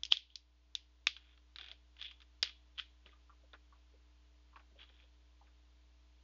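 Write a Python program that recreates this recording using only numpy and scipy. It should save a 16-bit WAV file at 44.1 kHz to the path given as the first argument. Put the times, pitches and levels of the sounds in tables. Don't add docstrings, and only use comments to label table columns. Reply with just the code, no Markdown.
import sys
import numpy as np
from scipy import signal
from scipy.fft import rfft, irfft, next_fast_len
from scipy.io import wavfile
from scipy.ndimage import uniform_filter1d

SR = 44100
rng = np.random.default_rng(int(sys.argv[2]) if len(sys.argv) > 2 else 0)


def store_pcm(level_fs):
    pcm = np.round(np.clip(level_fs, -1, 1) * 32767).astype(np.int16)
    wavfile.write(sys.argv[1], SR, np.atleast_2d(pcm).T)


N = 274743
TIME_S = np.arange(N) / SR

# frequency [Hz], level_db [dB rms]
HUM_LINES = [(60, -64.5), (120, -88.5), (180, -92), (300, -83.5), (420, -92.5), (660, -92.5), (900, -96),
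             (1020, -93.5)]
# [dB per Hz, relative]
HISS_COLOUR = [(30, -10), (100, 1.5), (200, 1), (450, 0), (1100, 0), (1800, -1.5), (3400, 1.5),
               (4500, -2.5), (6300, -7), (7300, -9.5)]
# frequency [Hz], t60_s [s]
ROOM_T60 = [(200, 0.3), (1000, 0.081), (3200, .33), (7000, 0.2)]
# frequency [Hz], gain_db [dB]
SHELL_COLOUR = [(60, -35.5), (150, -16.5), (330, -0.5), (900, -2), (1500, -1.5), (2100, 4), (2700, 5.5),
                (3900, 5), (5200, 1.5), (6600, -8.5), (7400, -18.5)]
# centre_hz [Hz], half_width_hz [Hz], lift_db [dB]
WALL_MODES = [(440, 110, 3.5), (860, 70, 4.5), (1205, 30, 6), (1530, 170, 6.5), (2450, 66, 4.5),
              (3370, 160, 5), (3950, 23, 6), (4700, 90, 4)]
# [dB, relative]
RADIATED_COLOUR = [(300, -30.5), (1200, -18), (2300, -1), (3300, 4), (4700, -3.5), (5800, -11), (7400, -20)]
CRACK_ANCHORS_HZ = [626, 1340, 5200]
# [dB per octave, fall towards the bass]
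SEAL_JERKS = [(.0342, -25, 3380, 18, 30), (0.052, -37, 2860, 26.5, 16.5), (.0615, -40.5, 3160, 16.5, 11),
              (0.1226, -3.5, 3220, 12, 4.8), (0.1706, -21, 3530, 9.5, 10), (0.3028, -47, 3200, -0.5, 5.5),
              (0.3562, -32.5, 4400, 25.5, 14), (0.7519, -19.5, 3620, 13.5, 13)]
# start_s [s], hold_s [s], level_db [dB rms]
GAS_LEAKS = [(.115, .022, -37), (.3, .025, -67.5)]
# [dB per Hz, relative]
JET_COLOUR = [(800, -39.5), (2200, -25.5), (2800, -7.5), (3250, 6), (3800, -4.5), (4400, -12.5),
              (6000, -22), (7500, -34.5)]
# start_s [s], ring_peak_db [dB], ring_hz [Hz],
# crack_low_db, crack_mid_db, crack_high_db [dB re ring], rebound_delay_s [s], room_db [dB]
PLASTIC_BREAKS = [(1.0695, -13, 2503, -4.5, 8.5, 12, 0.001687, -13.5),
                  (2.4278, -25.5, 3070, 15.5, 20.1, 27.7, .0025, -13)]
# start_s [s], nominal_db [dB], ring_hz [Hz], body_db [dB re usual]
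THREAD_TICKS = [(1.1659, -36, 3320, 0), (1.3763, -49.5, 3340, 0), (1.5599, -34.5, 3900, 0.5),
                (1.5854, -34.5, 3650, 1.5), (1.6115, -36, 3470, 0.5), (1.6421, -39, 3450, -2.5),
                (1.6622, -41, 3500, -1), (1.6851, -38, 3300, -1), (1.7148, -35, 3460, -2.5),
                (1.9668, -47, 2880, 0), (1.99, -45.5, 3300, 0), (1.9975, -42.5, 3450, 0),
                (2.0148, -32.5, 3400, -2), (2.0261, -33, 3520, -4), (2.049, -45, 3400, -2),
                (2.1117, -40, 3100, -0.5), (2.2036, -47, 3400, -1), (2.2176, -45, 3620, -0.5),
                (2.2248, -48, 2850, 0.5), (2.4949, -39.5, 3320, 1)]
# start_s [s], hold_s [s], level_db [dB], body_db [dB re usual]
RUB_STROKES = [(1.169, 0.168, -73, 4.5), (1.595, 0.11, -58.5, 2.5), (1.997, .11, -60, -7.5),
               (2.05, 0.0057, -50.5, -11), (2.444, 0.031, -52.5, 1), (2.782, 0.022, -55, -6.5),
               (3.06, 0.067, -74, 5), (4.788, 0.044, -64.5, 0.5), (4.88, 0.16, -76, 2.5)]
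# [dB per Hz, relative, ahead of the wall]
THREAD_COLOUR = [(150, -34.5), (400, -18), (900, -17), (1500, -7.5), (2400, 2), (3400, 8), (4300, -10.5),
                 (5200, -14.5), (7200, -40)]
# start_s [s], bubble_peak_db [dB], bubble_hz [Hz]
DRINK_LAPS = [(1.598, -64.5, 866), (1.615, -74, 442), (1.69, -72, 735), (1.717, -69, 537),
              (3.056, -69, 504), (3.127, -67, 1195), (3.295, -62.5, 1183), (3.434, -73, 538),
              (3.724, -62, 1150), (3.938, -70.5, 423), (4.53, -66, 1160), (4.558, -58, 1087),
              (4.6, -67, 1107), (4.713, -70.5, 373), (4.755, -71.5, 570), (4.896, -70, 430),
              (5.03, -76, 527), (5.412, -67.5, 843)]
# start_s [s], ring_peak_db [dB], ring_hz [Hz], body_db [dB re ring]
WALL_KNOCKS = [(3.061, -46.5, 2930, 18), (3.092, -57.5, 2050, 13), (3.533, -47.5, 3550, 32.5),
               (4.5594, -50.5, 2585, 29.5), (4.5959, -59.5, 2570, 32), (4.795, -51.5, 2450, 22.5),
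               (4.8155, -48, 3100, 18), (4.8312, -50, 3100, 17), (4.892, -56.5, 3440, 20.5),
               (5.001, -54.5, 2495, 13), (5.469, -63.5, 2430, 28)]

GAS_RISE_DB_PER_S, GAS_FALL_DB_PER_S = 2600, 330
REBOUND_DB, REBOUND_HZ = -4, 3560
TICK_RING_DB, TICK_CRACK_DB = -5, [0.5, 18.5, 9.5]
TICK_USUAL_DB, TICK_PURITY_DB_PER_DB = -39, 0.5
STROKE_RISE_DB_PER_S, STROKE_FALL_DB_PER_S = 1101, 554
BODY_FADES_HZ = 1500, 2780
BACKWASH_S, BACKWASH_DB, BACKWASH_PITCH_RATIO = 0.03, -10.5, 0.872
CHATTER_S, CHATTER_GAP_S, CHATTER_DB, CHATTER_GROWS_DB = 2.7805, 0.0056, -38, 3
CHATTER_HZ, CHATTER_CRACK_DB = 3160, [-21, 18.5, 0]
KNOCK_LOW_DB, KNOCK_HIGH_DB = -6.5, 4.5
TOP_HZ = 7100


def amp(db):
    return 10 ** (np.asarray(db) / 20)


def unit(x):
    return x / np.sqrt(np.mean(x ** 2) + 1e-20)


def along(points, hz):
    point_hz, values = np.transpose(points)
    return np.interp(np.log(hz + 1), np.log(point_hz), values)


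def filtered(x, response):
    size = next_fast_len(N + SR // 2)
    gain = response(np.fft.rfftfreq(size, 1 / SR))
    return irfft(rfft(x, size) * gain, size)[:N]


def coloured(x, spectrum):
    return unit(filtered(x, lambda hz: amp(along(spectrum, hz))))


def causal(gain):
    cepstrum = irfft(np.log(gain + 1e-6))
    half = len(cepstrum) // 2
    cepstrum[1:half] *= 2
    cepstrum[half + 1:] = 0
    return irfft(np.exp(rfft(cepstrum)))


def add(track, start_s, sound):
    place = track[max(round(start_s * SR), 0):][:len(sound)]
    place += sound[:len(place)]


def burst(t_s, swell_s):
    return t_s / swell_s * np.exp(1 - t_s / swell_s)


def envelope(start_s, hold_s, level_db, rise_db_per_s, fall_db_per_s):
    rise_db = rise_db_per_s * np.maximum(start_s - TIME_S, 0)
    fall_db = fall_db_per_s * np.maximum(TIME_S - start_s - hold_s, 0)
    return amp(level_db - rise_db - fall_db)


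def echoes(gap_s=0.0019, near_db=5, near_extra_t60_s=0.11):
    hz, t_s, bins = signal.stft(rng.standard_normal(SR // 3), SR, nperseg=256)
    decay = amp(-60 * t_s / along(ROOM_T60, hz)[:, None])
    tail = signal.istft(bins * decay, SR, nperseg=256)[1]
    t_s = np.arange(len(tail)) / SR
    near = amp(near_db) * np.exp(-np.log(1000) * t_s / near_extra_t60_s)
    tail *= (1 + near) * (t_s > gap_s)
    return tail / np.linalg.norm(tail)


def room(x, wet_db):
    answer = amp(wet_db) * echoes()
    answer[0] = 1
    return signal.fftconvolve(x, answer)


def wall_db(hz):
    return sum(lift_db / (1 + ((hz - centre_hz) / half_width_hz) ** 2)
               for centre_hz, half_width_hz, lift_db in WALL_MODES)


def snap(ring_hz, crack_db, spread_s, swell_s=0.00057, fracture_db=-3, crisp_spread_s=0.0032,
         crack_gain_db=-1, ring_to_room_db=-5, size=2048):
    t_s, hz = np.arange(size) / SR, np.fft.rfftfreq(size, 1 / SR)
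    ring = burst(t_s, swell_s) * np.sin(2 * np.pi * ring_hz * t_s)

    scatter = rng.standard_normal(size) * burst(t_s, spread_s)
    scatter /= np.linalg.norm(scatter)
    sharpness = min(1, crisp_spread_s / spread_s) ** 2
    scatter[round(swell_s * SR / 2)] += amp(fracture_db) * sharpness

    crack_points = list(zip(CRACK_ANCHORS_HZ, crack_db))
    colour_db = crack_gain_db + along(SHELL_COLOUR, hz) + wall_db(hz) + along(crack_points, hz)
    colour = causal(amp(colour_db))
    crack = signal.fftconvolve(scatter, colour)[:size]
    crack *= np.linalg.norm(colour) / np.linalg.norm(crack)

    all_round = causal(amp(along(RADIATED_COLOUR, hz)))
    all_round *= amp(ring_to_room_db) * np.linalg.norm(ring) / np.linalg.norm(all_round)
    return ring + crack, colour + all_round


def click(peak_db, ring_hz, crack_db, spread_s, wet_db):
    direct, radiated = snap(ring_hz, crack_db, spread_s)
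    sound = amp(wet_db) * signal.fftconvolve(radiated, echoes())
    add(sound, 0, direct)
    return amp(peak_db) * sound


def background(hiss_db=-76):
    hum = np.zeros(N)
    for hz, level_db in HUM_LINES:
        hum += amp(level_db) * np.sqrt(2) * np.sin(2 * np.pi * (hz * TIME_S + rng.random()))
    return hum + amp(hiss_db) * coloured(rng.standard_normal(N), HISS_COLOUR)


def seal(usual_spread_s=0.00081, usual_wet_db=-13, usual_db=-25, sharper_per_db=0.045, drier_db_per_db=0.12):
    out = np.zeros(N)
    octaves_down = np.log2(CRACK_ANCHORS_HZ[-1] / np.array(CRACK_ANCHORS_HZ))
    for start_s, peak_db, ring_hz, crack_high_db, tilt_db in SEAL_JERKS:
        force_db = peak_db - usual_db
        crack_db = crack_high_db - tilt_db * octaves_down
        spread_s = usual_spread_s * np.exp(-sharper_per_db * force_db)
        wet_db = usual_wet_db - drier_db_per_db * force_db
        add(out, start_s, click(peak_db, ring_hz, crack_db, spread_s, wet_db))
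    return out


def gas():
    flow = sum(envelope(start_s, hold_s, level_db, GAS_RISE_DB_PER_S, GAS_FALL_DB_PER_S)
               for start_s, hold_s, level_db in GAS_LEAKS)
    jet = flow * coloured(rng.standard_normal(N), JET_COLOUR)
    return room(jet, wet_db=-12)[:N]


def breaks(spread_s=0.00039, rebound_spread_s=0.0009):
    out = np.zeros(N)
    for start_s, peak_db, ring_hz, *crack_db, delay_s, wet_db in PLASTIC_BREAKS:
        add(out, start_s, click(peak_db, ring_hz, crack_db, spread_s, wet_db))
        rebound = click(peak_db + REBOUND_DB, REBOUND_HZ, crack_db, rebound_spread_s, wet_db)
        add(out, start_s + delay_s, rebound)
    return out


def ticks(spread_s=0.0023, wet_db=-9):
    out = np.zeros(N)
    for start_s, nominal_db, ring_hz, body_db in THREAD_TICKS:
        pure_db = TICK_PURITY_DB_PER_DB * (nominal_db - TICK_USUAL_DB)
        ring_db = nominal_db + TICK_RING_DB + pure_db
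        crack_db = np.add(TICK_CRACK_DB, [body_db, body_db, 0]) - pure_db
        add(out, start_s, click(ring_db, ring_hz, crack_db, spread_s, wet_db))
    return out


def thread(slips_per_s=500, spread_db=4):
    slips = (rng.random(N) < slips_per_s / SR) * rng.choice([-1, 1], N)
    slips = slips * amp(spread_db * rng.standard_normal(N))
    rasp = unit(filtered(slips, lambda hz: amp(along(THREAD_COLOUR, hz) + wall_db(hz))))
    body = filtered(rasp, lambda hz: np.interp(hz, BODY_FADES_HZ, [1, 0]))
    rubbing = np.zeros(N)
    for start_s, hold_s, level_db, body_db in RUB_STROKES:
        stroke = envelope(start_s, hold_s, level_db, STROKE_RISE_DB_PER_S, STROKE_FALL_DB_PER_S)
        rubbing += stroke * (rasp - body + amp(body_db) * body)
    return room(rubbing, wet_db=-5.5)[:N]


def drink(swell_s=0.0027, rise_per_s=1.8, splash_db=-3, splash_half_width_hz=220):
    out, t_s = np.zeros(N), np.arange(SR // 10) / SR
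    bins_hz = np.fft.rfftfreq(len(t_s), 1 / SR)
    backwash = [(start_s + BACKWASH_S, peak_db + BACKWASH_DB, hz * BACKWASH_PITCH_RATIO)
                for start_s, peak_db, hz in DRINK_LAPS]
    for start_s, peak_db, hz in DRINK_LAPS + backwash:
        bubble = np.sin(2 * np.pi * hz * t_s * (1 + rise_per_s * t_s / 2))
        band = 1 / (1 + ((bins_hz - hz) / splash_half_width_hz) ** 2)
        splash = unit(irfft(rfft(rng.standard_normal(len(t_s))) * band, len(t_s)))
        lap = amp(peak_db) * burst(t_s, swell_s) * (bubble + amp(splash_db) * splash)
        add(out, start_s, room(lap, wet_db=4))
    return out


def chatter(count=4, spread_s=0.0013, wet_db=-9):
    out = np.zeros(N)
    for k in range(count):
        peak_db = CHATTER_DB + k * CHATTER_GROWS_DB
        slip = click(peak_db, CHATTER_HZ, CHATTER_CRACK_DB, spread_s, wet_db)
        add(out, CHATTER_S + k * CHATTER_GAP_S, slip)
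    return out


def knocks(spread_s=0.0063, wet_db=-6.0):
    out = np.zeros(N)
    for start_s, peak_db, ring_hz, body_db in WALL_KNOCKS:
        crack_db = [body_db + KNOCK_LOW_DB, body_db, KNOCK_HIGH_DB]
        add(out, start_s, click(peak_db, ring_hz, crack_db, spread_s, wet_db))
    return out


def scene():
    plastic = seal() + breaks() + ticks() + chatter() + knocks()
    return (background() + plastic + gas() + thread() + drink())[None]


def gain_control(x, depth_db=7.5, recovery_s=0.7, threshold_db=-17, slope_db_per_db=5, attack_s=0.003):
    loud_db = 10 * np.log10(np.abs(uniform_filter1d(x ** 2, size=88)) + 1e-12)
    needed_db = np.clip(slope_db_per_db * (loud_db - threshold_db), 0, depth_db)
    growth = np.exp(TIME_S / recovery_s)
    held_db = np.maximum.accumulate(needed_db * growth) / growth
    pole = np.exp(-1 / (attack_s * SR))
    cut_db = signal.lfilter([1 - pole], [1, -pole], held_db)
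    return x * amp(-cut_db)


def record(dry):
    return filtered(gain_control(dry[0]), lambda hz: 1 / np.sqrt(1 + (hz / TOP_HZ) ** 90))[None]


dry = scene()
out = record(dry)
store_pcm(out)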